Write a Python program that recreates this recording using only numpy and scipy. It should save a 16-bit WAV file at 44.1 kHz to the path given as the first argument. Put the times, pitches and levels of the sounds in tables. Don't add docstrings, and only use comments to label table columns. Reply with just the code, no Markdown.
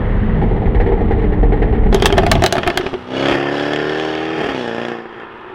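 import sys
import numpy as np
from scipy import signal
from scipy.fft import rfft, irfft
from scipy.io import wavfile
from scipy.ndimage import uniform_filter1d

SR = 44100
rng = np.random.default_rng(int(sys.argv[2]) if len(sys.argv) > 2 else 0)


def store_pcm(level_fs):
    pcm = np.round(np.clip(level_fs, -1, 1) * 32767).astype(np.int16)
    wavfile.write(sys.argv[1], SR, np.atleast_2d(pcm).T)


N = 244314
T = np.arange(N) / SR

# time_s, wind_db, road_db
RUMBLE_LEVELS = [(0.0, -21.5, -17.5), (0.39, -12, -16.5), (1.68, -13, -18.5), (1.88, -10.5, -19),
                 (2.02, -15.5, -19), (2.4, -15.5, -13.5), (2.52, -51, -28.5), (2.98, -63, -38),
                 (3.02, -68, -39)]
# freq_hz, gain_db
WIND_EQ = [(12, -10), (24, 11), (38, 19), (50, 12.5), (70, 4), (120, -4), (300, -73), (5000, -130)]
# freq_hz, gain_db
ROAD_EQ = [(40, -26), (70, -4.5), (105, -1), (135, -9.5), (180, -6), (220, -8.5), (260, -15.5),
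           (400, -18.5), (900, -27.5), (2500, -80.5), (10000, -105)]
# freq_hz, gain_db
TYRE_EQ = [(30, -6), (110, -5), (260, -11.5), (380, 3), (520, -16), (900, 9.5), (1300, 7.5), (2000, -4.5),
           (3200, -8.5), (4300, -23.5), (7000, -55.5), (11000, -43.5), (16000, -65)]
# freq_hz, gain_db
HISS_EQ = [(500, -6.5), (1500, 2), (3500, 8), (6000, -16), (10000, -12), (16000, -42)]
# time_s, note_db, hollow_boom_db
DRONE_LEVELS = [(0.0, -29, -38), (0.13, -29, -35), (0.23, -39, -16.5), (0.3, -28, -26), (0.39, -18, -19),
                (0.47, -23, -23.5), (0.56, -42, -59), (0.9, -83.5, -29.5), (1.6, -83.5, -27.5),
                (1.8, -84, -24), (1.95, -77, -15), (2.1, -93, -80)]
DRONE_OVERTONES = [-30.5, -36, -31]
# freq_hz, gain_db
GROWL_EQ = [(500, -23), (1000, -2), (1400, -3.5), (1850, 0), (2400, -14.5), (3200, -16), (4500, -37),
            (9000, -62)]
# freq_hz, gain_db
HOLLOW_EQ = [(150, -52.5), (200, -7), (222, -1), (245, -16.5), (330, -41.5), (1000, -100)]
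# freq_hz, gain_db
CABIN_EQ = [(230, 1), (300, -1.5), (360, -4.5), (415, 8), (480, 4), (530, -8.5), (620, -4), (830, 4),
            (1000, -5), (1150, -17.5), (2100, -0.5), (2650, -12.5), (3300, -15), (4050, -11), (4800, -20),
            (6000, -23.5), (9000, -9.5), (13000, -23.5)]
# freq_hz, gain_db
DISTANCE_EQ = [(100, -3), (400, -0.5), (1200, -0.5), (3300, -5), (5000, -14.5), (9000, -7)]

# start_s, rasp_db, thump_db
BURBLE_HITS = [(0.416, -27, -13), (0.512, -44, -13), (0.62, -33.5, -15), (0.658, -27, -18),
               (0.746, -25, -16.5), (0.801, -21.5, -10), (0.862, -26, -11), (0.892, -36, -12.5),
               (0.92, -27.5, -12), (0.979, -38, -15), (1.007, -32, -13.5), (1.109, -23, -9),
               (1.192, -30.5, -25), (1.322, -28, -17.5), (1.43, -25.5, -11), (1.522, -23, -11.5),
               (1.57, -33, -19.5), (1.619, -21, -9), (1.726, -27.5, -14.5), (1.861, -31, -15)]
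# start_s, bark_db, crack_db, tailpipe_db, silencer_db
BANG_HITS = [(1.927, -18, -44, -17, -1.5), (1.945, -14, -15.5, -6, -1), (2.023, -9.5, -15.5, -23, -4),
             (2.045, -14.5, -53, -35, -5), (2.057, -2, -5, -11, -7.5), (2.064, -13.5, -13, -31, -23),
             (2.102, -17, -54, -14, -12), (2.125, -15.5, -24.5, -7, -6), (2.173, -19, -45, -17, -7),
             (2.18, -6, -14.5, 0, -23), (2.233, -19, -53.5, -10.5, -5), (2.265, -15, -23, -9.5, -35),
             (2.315, -3, -4, 0, -24), (2.353, -16, -28, -8, -10), (2.422, -14.5, -23, -5, -9),
             (2.438, -6.5, -8, -2.5, -9), (2.462, -12.5, -7, -11.5, -42), (2.525, -10.5, -9.5, -7.5, -18),
             (2.554, -20, -27, -10, -20), (2.567, -17, -36, -21, -18), (2.581, -13.5, -29, -11, -11),
             (2.632, -14.5, -52, -22, -29), (2.665, -18.5, -48, -13, -15), (2.675, -10.5, -20.5, -8, -12),
             (2.701, -15.5, -27, -16, -25), (2.774, -9.5, -12, -18, -13), (2.798, -31, -62, -26, -12),
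             (2.81, -20.5, -55, -37, -22.5), (2.864, -17, -62, -25, -13), (2.932, -31, -72, -25, -14.5),
             (2.939, -20.5, -76, -39, -19)]
# pitch_hz, t60_s, level_db
SILENCER_RING = [(148, 0.09, -12.5), (227, 0.13, -8), (285, 0.05, -3), (364.7, 0.096, 12.5),
                 (392, 0.14, 3.5), (450, 0.049, -6.5)]
# pitch_hz, t60_s, level_db
TAILPIPE_RING = [(676, 0.047, 1.5), (723, 0.034, -5.5), (830.5, 0.16, -19.5), (1153, 0.15, -21)]
# freq_hz, gain_db
BARK_EQ = [(400, 6.5), (750, 10.5), (1300, 7), (1750, 8), (2300, 2.5), (3100, 2), (4200, -9.5), (6000, -18),
           (10000, -54), (16000, -62)]
# freq_hz, gain_db
CRACK_EQ = [(1000, -1), (2500, 5.5), (3300, 17), (5000, 11.5), (7000, 7), (10000, 0.5), (12500, -9),
            (15500, -6.5), (17500, -46)]
# freq_hz, gain_db
ZING_EQ = [(1500, -36), (2700, -20), (3200, 5.5), (3700, -4), (4150, -17), (5000, -22), (9000, -48)]
# start_s, level_db
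SPIT_HITS = [(3.154, -41), (3.226, -21), (3.258, -15), (3.285, -12), (3.312, -18), (3.597, -23),
             (3.734, -14), (3.761, -17.5), (3.895, -22), (3.998, -19), (4.05, -24), (4.152, -22),
             (4.253, -26), (4.678, -30), (4.748, -31), (4.782, -27), (4.851, -23.5), (4.885, -28),
             (5.2, -34)]
# freq_hz, gain_db
SPIT_EQ = [(200, -17), (600, 6), (1100, -4), (2500, -0.5), (3300, 2), (4300, -17), (5500, -16.5),
           (7400, -23.5), (11000, -43), (15000, -60)]

# time_s, cycle_hz
PULL_SPEED = [(3.04, 30.72), (3.19, 33.56), (3.29, 35), (3.38, 34.55), (3.87, 37.8), (4.0, 39),
              (4.16, 39.05), (4.33, 40.4), (4.46, 36.55), (4.6, 30.75), (4.7, 28.4), (4.86, 29.76),
              (5.1, 28.2)]
# time_s, note_db
PULL_LOAD = [(3.02, -35.5), (3.05, -36.5), (3.14, -20.5), (3.31, -13), (3.4, -18.5), (3.85, -19),
             (4.3, -22), (4.5, -19.5), (4.58, -22.5), (4.91, -23.5), (5.11, -37), (5.13, -38),
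             (5.22, -32.5), (5.27, -40), (5.47, -40.5), (5.48, -38), (5.54, -41)]
# start_s, end_s, shift_share, added_roughness
IGNITION_CUTS = [(3.274, 3.383, 0, 0.46), (4.357, 4.54, 0.95, 0.47)]
# pull_db, shift_db, light_load_db, manifold_travel_s
FIRING_ORDER = [(0, -0.5, -5.5, 0.00064), (3.5, 0, -14, 0.00094), (-10.5, -17, -1, 0.00034),
                (-13.5, -14.5, -7.5, .00062), (-5, -8, -12.5, .00018), (3, -2, -18.5, .0011),
                (2, -2.5, 2.5, .00054), (-13, -5, -13, 0.00002)]
# freq_hz, gain_db
EXHAUST_EQ = [(35, -35.5), (75, -19), (150, -6), (230, -8.5), (295, -4.5), (335, -0.5), (375, 4), (425, -4),
              (470, -.5), (590, -8), (635, -8), (690, -9), (760, -8.5), (860, -11), (1000, -22),
              (1800, -23), (2400, -27.5), (3100, -31), (5000, -54.5), (12000, -83)]
# freq_hz, gain_db
RASP_EQ = [(40, -30.5), (300, -34), (800, 3), (1100, -1), (1330, 4), (1560, 3.5), (1720, 6.5), (1870, 7),
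           (2080, -1), (2400, -2.5), (2750, -1), (3150, 0), (3900, -12.5), (5300, -15), (7400, -30),
           (13000, -46), (17000, -75.5)]
# freq_hz, gain_db
CHUFF_EQ = [(25, -15), (60, 4.5), (130, -8.5), (250, -12), (420, -8.5), (650, -3), (850, 3.5),
            (1500, -19.5), (5000, -53.5), (12000, -100)]

OVERRUN_S, PULL_S, EASE_S, LIFT_S = 0.41, 2.92, 4.48, 5.1
COAST_END_S, PEDAL_S = 2.9, 0.075
OUTSIDE_S, PASS_S = 1.924, 2.16


def undb(db):
    return 10 ** (np.asarray(db) / 20)


def curves(rows, at=T):
    times, *columns = np.transpose(rows)
    return [np.interp(at, times, column) for column in columns]


def ramp(centre_s, length_s, at=T):
    return np.clip((at - centre_s) / length_s + .5, 0, 1)


def wander(per_s):
    return np.interp(T * per_s, np.arange(256), rng.standard_normal(256))


def unit(x):
    return x / np.sqrt(np.mean(x ** 2))


def steady(x, size=4000):
    power = uniform_filter1d(uniform_filter1d(x ** 2, size), size // 2)
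    return x / np.sqrt(power + 1e-12)


def peaked(x, size=180):
    return x / np.sqrt(uniform_filter1d(x ** 2, size).max())


def colour(x, eq, size=8192):
    hz, db = np.transpose(eq)
    bins_hz = np.maximum(np.fft.rfftfreq(size, 1 / SR), 1)
    gain = undb(np.interp(np.log(bins_hz), np.log(hz), db))
    cepstrum = irfft(np.log(gain))
    cepstrum[1:size // 2] *= 2
    cepstrum[size // 2 + 1:] = 0
    return signal.fftconvolve(x, irfft(np.exp(rfft(cepstrum))))[:len(x)]


def noise(eq):
    return unit(colour(rng.standard_normal(N), eq))


def add(out, start_s, x):
    i = int(start_s * SR)
    out[i:i + len(x)] += x[:N - i]


def wind_and_road(road_db=-1, tyre_db=-38, fade_db_per_s=40, gust_db=2.5):
    wind, road = curves(RUMBLE_LEVELS)
    fade = undb(-fade_db_per_s * np.maximum(T - RUMBLE_LEVELS[-1][0], 0))
    buffeting = steady(noise(WIND_EQ), size=6000) * undb(wind - gust_db * wander(per_s=9))
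    drone = steady(noise(ROAD_EQ)) * undb(road + road_db)
    return (buffeting + drone) * fade + undb(tyre_db) * noise(TYRE_EQ)


def passing_hiss(peak_db=-44, recede_db_per_s=13.5):
    return (T > OUTSIDE_S) * undb(peak_db - recede_db_per_s * np.abs(T - PASS_S)) * noise(HISS_EQ)


def reflections(x, t60_s, size):
    tail = rng.standard_normal(size) * undb(-60 * T[:size] / t60_s)
    return signal.fftconvolve(x, tail / np.linalg.norm(tail))[:len(x)]


def forest_echo(x, t60_s=0.076, wet_db=-17):
    echo = reflections(x * (T > OUTSIDE_S), t60_s, size=32768)
    return undb(wet_db) * colour(echo, [(100, -4), (400, -0.5), (3000, 10.5), (8000, 3), (15000, 10)])


def scatter(x, t60_s, wet_db):
    weights = np.array([wander(per_s=5) for _ in range(4)])
    echoes = np.array([reflections(x, t60_s, size=8192) for _ in weights])
    return x + undb(wet_db) * (weights * echoes).sum(axis=0) / np.linalg.norm(weights, axis=0)


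def through_cabin(x, crossfade_s=0.01):
    inside = np.clip((OUTSIDE_S - T) / crossfade_s, 0, 1)
    return inside * colour(x, CABIN_EQ) + (1 - inside) * x


def far_off(x):
    far = ramp(centre_s=5.05, length_s=0.34)
    return (1 - far) * x + far * colour(x, DISTANCE_EQ)


def cabin_drone(growl_db=-35, growl_depth=0.26):
    note_db, boom_db = curves(DRONE_LEVELS)
    phase = 2 * np.pi * np.cumsum(cycle_hz()) / SR
    hum = unit(np.sin(4 * phase))
    overtones = sum(undb(db + 2 * wander(per_s=13)) * unit(np.sin(k * phase))
                    for k, db in enumerate(DRONE_OVERTONES, 10))
    growl = undb(growl_db) * unit((1 + growl_depth * np.cos(4 * phase)) * noise(GROWL_EQ))
    upper = (overtones + growl) * (1 - ramp(OVERRUN_S, PEDAL_S))
    return undb(note_db) * hum + upper + undb(boom_db) * steady(noise(HOLLOW_EQ))


def burst(hold_s, fall_s, tail_db, tail_s, size=8192):
    t = T[:size]
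    envelope = np.exp(-np.maximum(t - hold_s, 0) / fall_s) + undb(tail_db) * np.exp(-t / tail_s)
    return envelope * rng.standard_normal(size)


def blast(wake_s, turbulence, size=8192):
    push = turbulence * np.exp(-T[:size] / wake_s) * rng.standard_normal(size)
    push[0] += 1
    return push


def ring(push, modes, pitch_ratio=1, detune=0.02):
    t = T[:len(push)]
    hz, t60_s, db = np.array(modes).T[:, :, None]
    hz = pitch_ratio * hz * (1 + detune * rng.standard_normal(hz.shape))
    response = (undb(db - 60 * t / t60_s) * np.sin(2 * np.pi * hz * t)).sum(axis=0)
    return signal.fftconvolve(push, response)[:len(push)]


def soft_afterfires(start_s, end_s, mean_db, spread_db=2.5, per_s=19, count=40):
    timing, strength = rng.standard_normal((count, 2)).T
    times = start_s + (np.arange(count) + .5 + .3 * timing) / per_s
    return [(s, db) for s, db in zip(times, mean_db + spread_db * strength) if s < end_s]


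def far_afterfires():
    out = np.zeros(N)
    for _ in range(2):
        for s, db in soft_afterfires(LIFT_S - PEDAL_S, T[-1], mean_db=-38, spread_db=2.1):
            add(out, s, undb(db) * peaked(ring(blast(wake_s=0.15, turbulence=0.12), SILENCER_RING)))
    return out


def burbles(rasp_trim_db=-2, soft_thump_db=-21):
    out = np.zeros(N)
    soft = [(s, db, soft_thump_db) for s, db in soft_afterfires(OVERRUN_S, BURBLE_HITS[-1][0], -35)]
    for s, rasp_db, thump_db in BURBLE_HITS + soft:
        thump = colour(blast(wake_s=0.025, turbulence=0.063), EXHAUST_EQ)
        gas = colour(burst(hold_s=0.011, fall_s=0.017, tail_db=-19.5, tail_s=0.034), RASP_EQ)
        add(out, s, undb(thump_db) * peaked(colour(thump, CABIN_EQ)))
        add(out, s, undb(rasp_db + rasp_trim_db) * peaked(colour(gas, CABIN_EQ)))
    return out


def bangs(ring_trim_db=-1, gas_trim_db=1, zing_db=-10, zing_growth=0.31, doppler=0.063):
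    out = np.zeros(N)
    soft = [(s, db, -58, -27, -19) for s, db in soft_afterfires(OUTSIDE_S, COAST_END_S, -32)]
    for s, bark_db, crack_db, tailpipe_db, silencer_db in BANG_HITS + soft:
        approaching = 1 - ramp(PASS_S, length_s=0.042, at=s)
        push = blast(wake_s=0.015, turbulence=0.04)
        bark = colour(burst(hold_s=.002, fall_s=.003, tail_db=-11, tail_s=.012), BARK_EQ)
        shock = burst(hold_s=.001, fall_s=.0009, tail_db=-22, tail_s=.005)
        silencer = ring(push, SILENCER_RING, pitch_ratio=1 + doppler * approaching)
        zing = approaching * peaked(colour(shock, ZING_EQ))
        add(out, s, undb(silencer_db + ring_trim_db) * peaked(silencer))
        add(out, s, undb(tailpipe_db + ring_trim_db) * peaked(ring(push, TAILPIPE_RING)))
        add(out, s, undb(bark_db + gas_trim_db) * peaked(bark))
        add(out, s, undb(crack_db + gas_trim_db) * peaked(colour(shock, CRACK_EQ)))
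        add(out, s, undb(zing_db + zing_growth * crack_db) * zing)
    return out


def spits():
    out = np.zeros(N)
    for s, db in SPIT_HITS:
        snap = colour(burst(hold_s=.0006, fall_s=.0006, tail_db=-13, tail_s=.004), SPIT_EQ)
        add(out, s, undb(db) * peaked(snap))
    return out


def cycle_hz(start_hz=40.84, sag_hz_per_s=2.45):
    coast = [(0, start_hz), (COAST_END_S, start_hz - sag_hz_per_s * COAST_END_S)]
    return curves(coast + list(PULL_SPEED))[0]


def throttle(at=T, load_rough=0.17, overrun_rough=0.2, ease_rough=0.14, cut_ramp_s=0.076):
    overrun, pull, ease, lift = (ramp(s, PEDAL_S, at) for s in (OVERRUN_S, PULL_S, EASE_S, LIFT_S))
    rough = load_rough + overrun_rough * (overrun - pull + lift / 2) + ease_rough * ease
    shifting = 0
    for start_s, end_s, shift_share, added_rough in IGNITION_CUTS:
        cut = ramp(start_s, cut_ramp_s, at) - ramp(end_s, cut_ramp_s, at)
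        rough += added_rough * cut
        shifting += shift_share * cut
    return rough, shifting, 1 - pull + ease


def effort(rasp_under_db=6, rasp_growth=1.03, rasp_lag_s=0.018, shift_blare_db=1.5, lift_rasp_db=8):
    load, = curves(PULL_LOAD)
    lagged = np.minimum(load, curves(PULL_LOAD, T - rasp_lag_s)[0])
    load_rasp = load.max() - rasp_under_db + rasp_growth * (lagged - load.max())
    overrun, outside = ramp(OVERRUN_S, PEDAL_S), ramp(OUTSIDE_S, PEDAL_S)
    coast_note = -34 + 5.5 * overrun
    coast_rasp = -34.5 - overrun + 2.5 * outside
    driven = ramp((COAST_END_S + PULL_S) / 2, PEDAL_S)
    blare = shift_blare_db * throttle()[1]
    note_db = coast_note + driven * (load - coast_note) + blare / 2
    rasp_db = coast_rasp + driven * (load_rasp - coast_rasp) + blare
    return note_db, rasp_db + lift_rasp_db * ramp(LIFT_S, PEDAL_S)


def firing_note(coast_db=-26, pull_db=-17, pickup_db=-37, waver_db=7, bank_db=-14,
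                boom_db=-26, boom_hz=299.5, boom_width_hz=7.1):
    firing_hz = 8 * cycle_hz()
    fired = np.cumsum(firing_hz) / SR
    travel_s = np.array(FIRING_ORDER)[:, 3].mean()
    phase = 2 * np.pi * np.interp(T - travel_s, T, fired)
    tone = steady(colour(np.cos(phase), EXHAUST_EQ))
    note_db, _ = effort()
    rough, _, _ = throttle()
    outside, pull, ease, lift = (ramp(s, PEDAL_S) for s in (OUTSIDE_S, PULL_S, EASE_S, LIFT_S))
    direct = undb(note_db + coast_db + (pull_db - coast_db) * pull) * (1 - lift)
    pickup = undb(pickup_db) * np.exp(-((T - PULL_S) / PEDAL_S) ** 2)
    boom = undb(boom_db) * np.exp(-((firing_hz - boom_hz) / boom_width_hz) ** 2) * (1 - outside)
    sub_octave = unit(np.sin(phase / 2)) * undb(note_db + bank_db) * (pull - ease)
    cycles = np.arange(int(fired[-1] / 8) + 2)
    waver = np.interp(fired / 8, cycles, rng.standard_normal(len(cycles)))
    return (tone * (direct + pickup + boom) + sub_octave) * undb(waver_db * rough * waver)


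def firings(spread_db=4, jitter_s=0.00038, jet_growth=0.67, jet_jitter_s=0.00015):
    fired = 8 * np.cumsum(cycle_hz()) / SR
    number = np.arange(1, int(fired[-1]))
    times = np.interp(number, fired, T)
    strength, timing, _, jet_timing = rng.standard_normal((len(number), 4)).T
    rough, shifting, light = throttle(times)
    pull_db, shift_db, light_db, travel_s = np.array(FIRING_ORDER)[number % 8].T
    db = pull_db + shifting * (shift_db - pull_db) + light * (light_db - pull_db)
    db += spread_db * rough * strength
    arrival = np.clip((times + travel_s + jitter_s * rough * timing) * SR, 0, N - 2)
    i, fraction = arrival.astype(int), arrival % 1
    pulses = np.bincount(i, undb(db) * (1 - fraction), N) + np.bincount(i + 1, undb(db) * fraction, N)
    jet_arrival = np.clip(arrival + jet_jitter_s * SR * jet_timing, 0, N - 1).astype(int)
    return pulses, np.bincount(jet_arrival, undb(jet_growth * db), N)


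def engine(rasp_trim_db=-1, sizzle_db=-17, chuff_db=-3, snap_db=-6, snap_growth=0.39,
           jet_decay_s=0.0028, jet_floor=0.26):
    note_db, rasp_db = effort()
    below_peak_db = rasp_db - rasp_db.max()
    rough, _, _ = throttle()
    pulses, jets = firings()
    body = steady(scatter(colour(pulses, EXHAUST_EQ), t60_s=0.09, wet_db=-7))
    flow = signal.lfilter([1], [1, -np.exp(-1 / (jet_decay_s * SR))], jets) + jet_floor
    gas = steady(scatter(colour(flow * rng.standard_normal(N), RASP_EQ), t60_s=0.032, wet_db=-4))
    snaps = steady(scatter(colour(jets ** 1.5, RASP_EQ), t60_s=0.02, wet_db=-3), size=16000)
    snaps *= undb(snap_db + snap_growth * below_peak_db)
    snaps *= ramp(PULL_S, PEDAL_S) - ramp(LIFT_S, PEDAL_S)
    ragged = rough * undb(below_peak_db / 2)
    sizzle = ragged * undb(sizzle_db) * steady(flow * noise(CRACK_EQ))
    chuff = ragged * rough * undb(chuff_db) * steady(colour(flow * rng.standard_normal(N), CHUFF_EQ))
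    rasp = (gas + sizzle + snaps) * undb(rasp_db + rasp_trim_db)
    return through_cabin((body + chuff) * undb(note_db) + rasp)


def scene():
    car = far_off(engine() + firing_note() + burbles() + bangs() + spits() + far_afterfires())
    return (car + forest_echo(car) + cabin_drone() + wind_and_road() + passing_hiss())[None]


def record(dry, ceiling=0.72, top_hz=16800):
    rounded = dry / (1 + (dry / ceiling) ** 4) ** (1 / 4)
    return signal.sosfilt(signal.ellip(8, .2, 80, top_hz, fs=SR, output="sos"), rounded)


dry = scene()
out = record(dry)
store_pcm(out)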